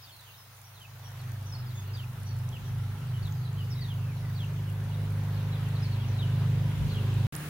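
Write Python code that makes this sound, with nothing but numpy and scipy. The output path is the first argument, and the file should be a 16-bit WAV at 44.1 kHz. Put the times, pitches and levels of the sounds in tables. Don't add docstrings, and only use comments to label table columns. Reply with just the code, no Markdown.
import sys
import numpy as np
from scipy import signal
from scipy.fft import rfft, irfft, next_fast_len
from scipy.io import wavfile
from scipy.ndimage import uniform_filter1d

SR = 44100
rng = np.random.default_rng(int(sys.argv[2]) if len(sys.argv) > 2 else 0)


def dump_mix(stems):
    frames = np.atleast_2d(stems).T
    limited = np.clip(frames, -1, 1)
    pcm = np.round(limited * 32767).astype(np.int16)
    wavfile.write(sys.argv[1], SR, pcm)


N = 330309
TIME = np.arange(N) / SR

# t/s, f/Hz
CYCLE_RATE = [(0, 25.0), (1, 24.95), (1.7, 24.95), (2.5, 25.06), (3.2, 25.16), (4, 25.27), (4.6, 25.33),
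              (5.6, 25.35), (7.3, 25.28)]
# t/s, level/dB relative to about its closest
NEARNESS = [(0, -29), (.4, -30), (.8, -25), (1.25, -12.5), (2, -10.5), (3.3, -8), (4.3, -6.5), (5.2, -3),
            (5.9, -2.5), (6.45, -0.5), (7.25, 0.5)]
# order, level/dB
BOOM_ORDERS = [(2, -46), (4, -29), (5, -29), (6, -33)]
# t/s, order, half width/s, depth/dB
BOOM_FADES = [(.2, 5, 0.72, 3), (.3, 6, 0.47, 9), (1.7, 6, 1, 8), (5.1, 5, 0.62, 8), (6.05, 6, 0.13, 16),
              (6.85, 4, 0.2, 5), (6.85, 5, 0.19, 10), (7.07, 6, 0.21, 6.5)]
# order, relative level/dB
OVERTONES = [(3, -8), (7, -8), (8, -4.5), (9, -3.5), (10, -14.5), (11, -13), (12, -20), (13, -16.5),
             (14, -25), (15, -14), (16, -16.5), (17, -13), (19, -18.5), (20, -28), (21, -16.5), (22, -16.5),
             (30, -22.5), (38, -19.5), (40, -21.5)]
# t/s, throb (0 to 1)
THROB = [(.8, 0.1), (1.4, 0.64), (3, 0.27), (4.2, 0.19), (5.2, 0), (5.9, 0.77), (6.3, 0.34), (7.3, 0.67)]
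# t/s, gain/dB
FAR_GAIN = [(.8, -102), (1.25, -52.5), (2.75, -47.5), (3.3, -46), (3.9, -53.5), (4.7, -59), (6, -84)]
# order, relative level/dB
FAR_ORDERS = [(2, -26), (4, 4.5), (5, 5.5), (6, -6.5), (8, -25), (9, -27), (11, -26), (15, -22.5),
              (16, -22), (17, -32)]
# t/s, f/Hz
FAR_RATE_DEFICIT = [(2.75, .53), (3.4, .68)]
# t/s, relative blade rush level/dB, relative grass hiss level/dB
MOWING_LEVELS = [(0.1, -61.5, -69), (0.73, -61, -71.5), (0.87, -61.5, -72), (1.03, -57, -70),
                 (1.19, -56, -66), (1.35, -56.5, -67.5), (3.14, -56.5, -66.5), (4.85, -54, -66.5),
                 (5.65, -51, -60.5), (5.91, -52.5, -60.5), (6.66, -51, -60.5), (7.24, -52, -57)]
# f/Hz, relative density level/dB
DECK_SPECTRUM = [(20, 0), (40, 3), (65, 7.5), (120, 20), (180, 4.5), (280, 0.5), (420, 0.5), (600, -2),
                 (900, -6.5), (2000, -29.5)]
BLADE_SPECTRUM = [(200, -37), (450, -7), (700, -1), (980, 0), (1200, -1.5), (1600, -1.5), (2100, -5),
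                  (3000, -13), (6000, -31)]
FAR_BLADE_SPECTRUM = [(300, -37), (600, -26), (850, 10.5), (1050, -13), (1330, 9.5), (1750, -15),
                      (2600, -24), (6000, -41)]
GRASS_SPECTRUM = [(1000, -30.5), (2000, -4), (2700, 3), (3400, 2), (4300, -3), (5500, -9), (7500, -12.5),
                  (11000, -18), (16000, -15.5)]
# f/Hz, relative density level/dB
AIR_SPECTRUM = [(20, 3), (400, 1), (1500, -10), (4000, 5), (6300, 4), (8000, -3.5), (9300, 2.5), (11000, 3),
                (12500, 2), (14000, -8), (15200, 4), (16000, 3)]
SHIMMER_SPECTRUM = [(9000, -34), (12000, -16), (13300, 2), (14100, -9), (15200, -1), (16000, -4.5)]
# f/Hz, coherence
COHERENCE = [(20, 0.62), (45, 0.41), (130, 0.96), (290, 0.93), (640, 0.81), (1410, 0.49), (2400, 0.062),
             (3500, 0.021), (16000, 0.04)]
# t/s, duration/s, f/Hz from which the glide decays, source level/dB
CHIRPS = [(0.016, 0.044, 5900, -53.5), (0.068, .05, 4100, -57.5), (.74, 0.056, 4700, -59),
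          (0.802, 0.066, 3450, -53.5), (1.182, .055, 5000, -60), (1.521, 0.044, 5900, -48),
          (1.658, 0.066, 5600, -56.5), (1.934, 0.032, 5500, -49), (1.958, 0.093, 3950, -51.5),
          (2.52, 0.06, 3550, -51.5), (3.221, 0.065, 5050, -52), (3.701, .045, 6200, -52),
          (3.771, 0.12, 2200, -58.5), (3.805, 0.057, 5200, -48.5), (3.881, 0.051, 3830, -49),
          (4.083, 0.059, 2650, -58), (4.215, 0.11, 2150, -59), (4.347, 0.048, 5100, -54.5),
          (4.39, 0.062, 3700, -48.5), (4.92, .04, 4500, -57), (5.341, 0.041, 5400, -57),
          (5.52, .05, 4400, -52.5), (5.75, 0.036, 4750, -54.5), (5.821, 0.053, 5700, -53.5),
          (5.914, 0.054, 4900, -52), (5.996, 0.062, 3700, -52), (6.183, 0.072, 4300, -47),
          (6.896, .04, 4950, -49.5), (6.941, 0.052, 3550, -49)]
# t/s, f/Hz, source level/dB
PEEPS = [(.115, 4260, -59), (.37, 5300, -61), (.635, 5700, -61), (1.035, 5600, -56), (1.455, 5900, -57),
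         (1.56, 5050, -58), (1.745, 3440, -57), (1.75, 6550, -56), (2.255, 5740, -56), (2.27, 4500, -57),
         (2.65, 5570, -62), (3.13, 3020, -54.5), (3.571, 3000, -49), (3.75, 3850, -56), (4.0, 2755, -60),
         (6.06, 5870, -56)]
# t/s, centre f/Hz, width/octaves, initial level/dB, left minus right/dB
PLANT_TICKS = [(0.616, 9050, 0.63, -47, -1), (.904, 4920, .2, -53, -2), (1.214, 10000, .4, -49, -3),
               (1.802, 7000, .33, -55, 0), (2.233, 9500, .4, -44, -3), (2.49, 6660, .52, -43, 0),
               (3.324, 6800, .08, -46, 0), (3.53, 7100, 0.046, -45, -6), (7.352, 7600, 0.83, -37, -15),
               (7.3635, 10000, .17, -44, -36)]
# t/s, level/dB
BREEZE = [(.8, -67), (1.5, -52.5), (3.3, -47.5), (5, -60), (6.2, -75), (6.7, -39.5), (7.3, -43)]
# f/Hz, relative density level/dB
WIND_SPECTRUM = [(20, -9), (45, 4), (64, 5.5), (95, 3.5), (200, -4.5), (280, -21.5), (700, -45)]
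# f/Hz, level/dB
LATE_PARTIALS = [(75.4, -51), (150.7, -40.5), (306.8, -53.5), (387.6, -73), (543.7, -73)]
# f/Hz, relative density level/dB
LATE_HISS_SPECTRUM = [(20, -40), (60, -17), (150, -4), (280, -17), (450, -21), (1000, -21.5), (1700, -20.5),
                      (4400, -31), (8000, -34.5), (10000, -29.5), (13000, -37), (15500, -28)]

TICK_DECAY_S = .0018


def gain_of(db):
    return 10 ** (np.asarray(db) / 20)


def unit_rms(x):
    return x / np.sqrt(np.mean(x ** 2) + 1e-20)


def spectrum_at(points, hz):
    f, value = np.transpose(points)
    return np.interp(np.log(hz + 1), np.log(f + 1), value)


def curves(rows):
    s, *columns = np.transpose(rows)
    return [np.interp(TIME, s, c) for c in columns]


def add(mix, s, sound):
    part = mix[..., max(round(s * SR), 0):][..., :sound.shape[-1]]
    part += sound[..., :part.shape[-1]]


def wander(hz):
    white = rng.standard_normal(N // 100 + 1)
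    f = np.fft.rfftfreq(len(white), TIME[-1] / len(white))
    slow = unit_rms(irfft(rfft(white) / (1 + (f / hz) ** 4), len(white)))
    return np.interp(TIME, np.linspace(0, TIME[-1], len(white)), slow)


def noise(spectrum, patchy_db):
    hz = np.fft.rfftfreq(1024, 1 / SR)
    a, b, c, d, patches = rng.standard_normal((5, N // 256 + 5, len(hz)))
    patches = uniform_filter1d(patches, size=16, axis=0)
    patches = unit_rms(uniform_filter1d(patches, size=10, axis=1))
    coherence = np.clip(spectrum_at(COHERENCE, hz), -1, 1)
    left = a + 1j * b
    right = coherence * left + np.sqrt(1 - coherence ** 2) * (c + 1j * d)
    frames = np.array([left, right]) * gain_of(patchy_db * patches)
    white = signal.istft(frames.transpose(0, 2, 1), nperseg=1024, noverlap=768)[1]
    size = next_fast_len(white.shape[1])
    shape = gain_of(spectrum_at(spectrum, np.fft.rfftfreq(size, 1 / SR)))
    return unit_rms(irfft(rfft(white, size) * shape, size)[:, :N])


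def firing_cycles():
    return np.cumsum(curves(CYCLE_RATE)[0]) / SR


def boom_level(order, db):
    loss_db = sum(depth * np.exp(-((TIME - s) / width) ** 2)
                  for s, k, width, depth in BOOM_FADES if k == order)
    return db + curves(NEARNESS)[0] - loss_db


def engine(cycles, lines, phases, jitter_cycles, unevenness=.058):
    cycles = cycles + jitter_cycles * wander(7.1)
    tone = np.zeros(N)
    for order, db in lines:
        fading_db = min(.02 * order ** 2, 2.5) * wander(3)
        tone += gain_of(db + fading_db) * np.cos(2 * np.pi * (order * cycles + phases[order]))
    return np.sqrt(2) * tone * (1 + unevenness * wander(15))


def mowers(opposed_at_s=2.595, ear_delay_s=.00009):
    cycles = firing_cycles()
    side_phase = (1 + curves(THROB)[0]) / 4
    phases = dict(enumerate(rng.random(size=64))) | {4: side_phase, 5: 0, 6: side_phase}
    overtone_db = -45 + 1.43 * curves(NEARNESS)[0]
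    lines = [(order, boom_level(order, db)) for order, db in BOOM_ORDERS]
    lines += [(order, overtone_db + db) for order, db in OVERTONES]
    near = engine(cycles, lines, phases, jitter_cycles=.0015)
    lag = np.cumsum(curves(FAR_RATE_DEFICIT)[0]) / SR
    lag -= np.interp(opposed_at_s, TIME, lag)
    far = engine(cycles - lag, FAR_ORDERS, phases, jitter_cycles=.0012)
    drone = near - gain_of(curves(FAR_GAIN)[0]) * far
    return np.array([np.interp(TIME - ear_delay_s, TIME, drone), drone]) * gain_of([[-.3], [.3]])


def mowing(tufts_db=.84, firing_db=.54, blade_db=.75):
    rush_db, hiss_db = curves(MOWING_LEVELS)
    roar = gain_of(-45 + .86 * curves(NEARNESS)[0]) * noise(DECK_SPECTRUM, patchy_db=2.5)
    rush = gain_of(rush_db + 1.5) * noise(BLADE_SPECTRUM, patchy_db=1)
    far_rush = gain_of(curves(FAR_GAIN)[0] - 14) * noise(FAR_BLADE_SPECTRUM, patchy_db=2)
    hiss = gain_of(hiss_db + 7.5) * noise(GRASS_SPECTRUM, patchy_db=1.8)
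    angle = 2 * np.pi * firing_cycles()
    flutter = gain_of(tufts_db * wander(45) + firing_db * np.cos(angle) + blade_db * np.cos(2 * angle))
    return roar + flutter * (rush + far_rush) + hiss


def air(waver_db=1.2, fade_db_per_s=.4):
    steady = gain_of([[-57.6], [-57.1]]) * noise(AIR_SPECTRUM, patchy_db=2.5)
    shimmer_db = -60 + waver_db * wander(4) - fade_db_per_s * TIME
    return steady + gain_of(shimmer_db) * noise(SHIMMER_SPECTRUM, patchy_db=1.6)


def chirp_pitch(length_s, top_hz, floor_hz=1705, fall_s=.088, hook_depth=.12, hook_s=.00706):
    t = np.arange(round(length_s * SR)) / SR
    glide = floor_hz + (top_hz - floor_hz) * np.exp(-t / fall_s)
    return glide * (1 - hook_depth * np.exp(-t / hook_s))


def whistles(notes, fm_depth=.025, am_depth=.42):
    song, wobble, shake = np.zeros(N), wander(200), wander(110)
    for s, hz, db in notes:
        hz = hz * (1 + fm_depth * np.interp(s + TIME[:len(hz)], TIME, wobble))
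        envelope = gain_of(db) * np.sqrt(2) * signal.windows.tukey(len(hz), .25)
        add(song, s, envelope * np.sin(2 * np.pi * np.cumsum(hz) / SR))
    return song * (1 + am_depth * shake)


def garden_echoes(sound, t60_s=.25):
    t = np.arange(SR // 2) / SR
    taps = rng.standard_normal((2, len(t))) * gain_of(-60 * t / t60_s)
    taps *= rng.random((2, len(t))) < 1500 / SR
    taps /= np.linalg.norm(taps, axis=1, keepdims=True)
    return signal.fftconvolve(sound[None], taps, axes=1)[:, :N]


def birds(direct_db=-1.5, echo_db=-6.5, ear_delay_s=.00006, peep_s=.062, peep_sag=.04):
    sag = 1 - peep_sag * np.linspace(-.5, .5, round(peep_s * SR))
    chirps = [(s, chirp_pitch(length, hz), db) for s, length, hz, db in CHIRPS]
    peeps = [(s, hz * sag, db) for s, hz, db in PEEPS]
    song = whistles(chirps + peeps)
    ears = np.array([np.interp(TIME - ear_delay_s, TIME, song), song])
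    return gain_of(direct_db) * ears + garden_echoes(gain_of(echo_db) * song + far_twitter())


def far_twitter(count=30, length_s=.053, range_hz=(3000, 5400)):
    when, pitch, strength = rng.random((count, 3)).T
    top_hz = np.interp(pitch, [0, 1], range_hz)
    level_db = -64 + 6 * (2 * strength - 1)
    calls = zip(when * TIME[-1], top_hz, level_db)
    return whistles([(s, chirp_pitch(length_s, hz), db) for s, hz, db in calls])


def fine_crackle(ticks_per_s=14, level_db=-71, band_hz=(5000, 14000)):
    impulses = (rng.random(N) < ticks_per_s / SR) * rng.uniform(.3, 1, N)
    envelope = signal.lfilter([1], [1, -np.exp(-1 / (TICK_DECAY_S * SR))], impulses + 1e-12)
    bursts = envelope * rng.standard_normal((2, N))
    band = signal.butter(2, band_hz, "band", fs=SR, output="sos")
    return gain_of(level_db) * unit_rms(signal.sosfilt(band, bursts))


def plant_ticks():
    out, t = np.zeros((2, N)), np.arange(2048) / SR
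    hz = np.fft.rfftfreq(len(t), 1 / SR)
    for s, centre, width, db, pan_db in PLANT_TICKS:
        band = np.exp(-.5 * (np.log2((hz + 1) / centre) / width) ** 2)
        burst = unit_rms(irfft(rfft(rng.standard_normal((2, len(t)))) * band))
        ears = gain_of([[db + pan_db / 2], [db - pan_db / 2]])
        add(out, s, ears * burst * np.exp(-t / TICK_DECAY_S))
    return out


def wind(puff_at_s=6.86, puff_width_s=.066, puff_db=-34.5, low_cut_hz=43.4):
    puff = gain_of(puff_db) * np.exp(-((TIME - puff_at_s) / puff_width_s) ** 2)
    rumble = (gain_of(curves(BREEZE)[0]) + puff) * noise(WIND_SPECTRUM, patchy_db=2)
    return signal.sosfilt(signal.butter(6, low_cut_hz, "high", fs=SR, output="sos"), rumble)


def late_drone(hiss_db=-40):
    drone = sum(gain_of(db) * np.sqrt(2) * np.sin(2 * np.pi * (hz * TIME + rng.random()))
                for hz, db in LATE_PARTIALS)
    return drone + gain_of(hiss_db) * noise(LATE_HISS_SPECTRUM, patchy_db=-.7)


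def scene(dropout_start_s=7.2685, dropout_end_s=7.324):
    garden = mowers() + mowing() + birds() + wind() + air() + fine_crackle()
    return garden * (TIME < dropout_start_s) + late_drone() * (TIME > dropout_end_s) + plant_ticks()


def record(dry):
    low_pass = signal.firwin(511, 15900, window=("kaiser", 9), fs=SR)
    return signal.oaconvolve(dry, low_pass[None], "same")


dry = scene()
out = record(dry)
dump_mix(out)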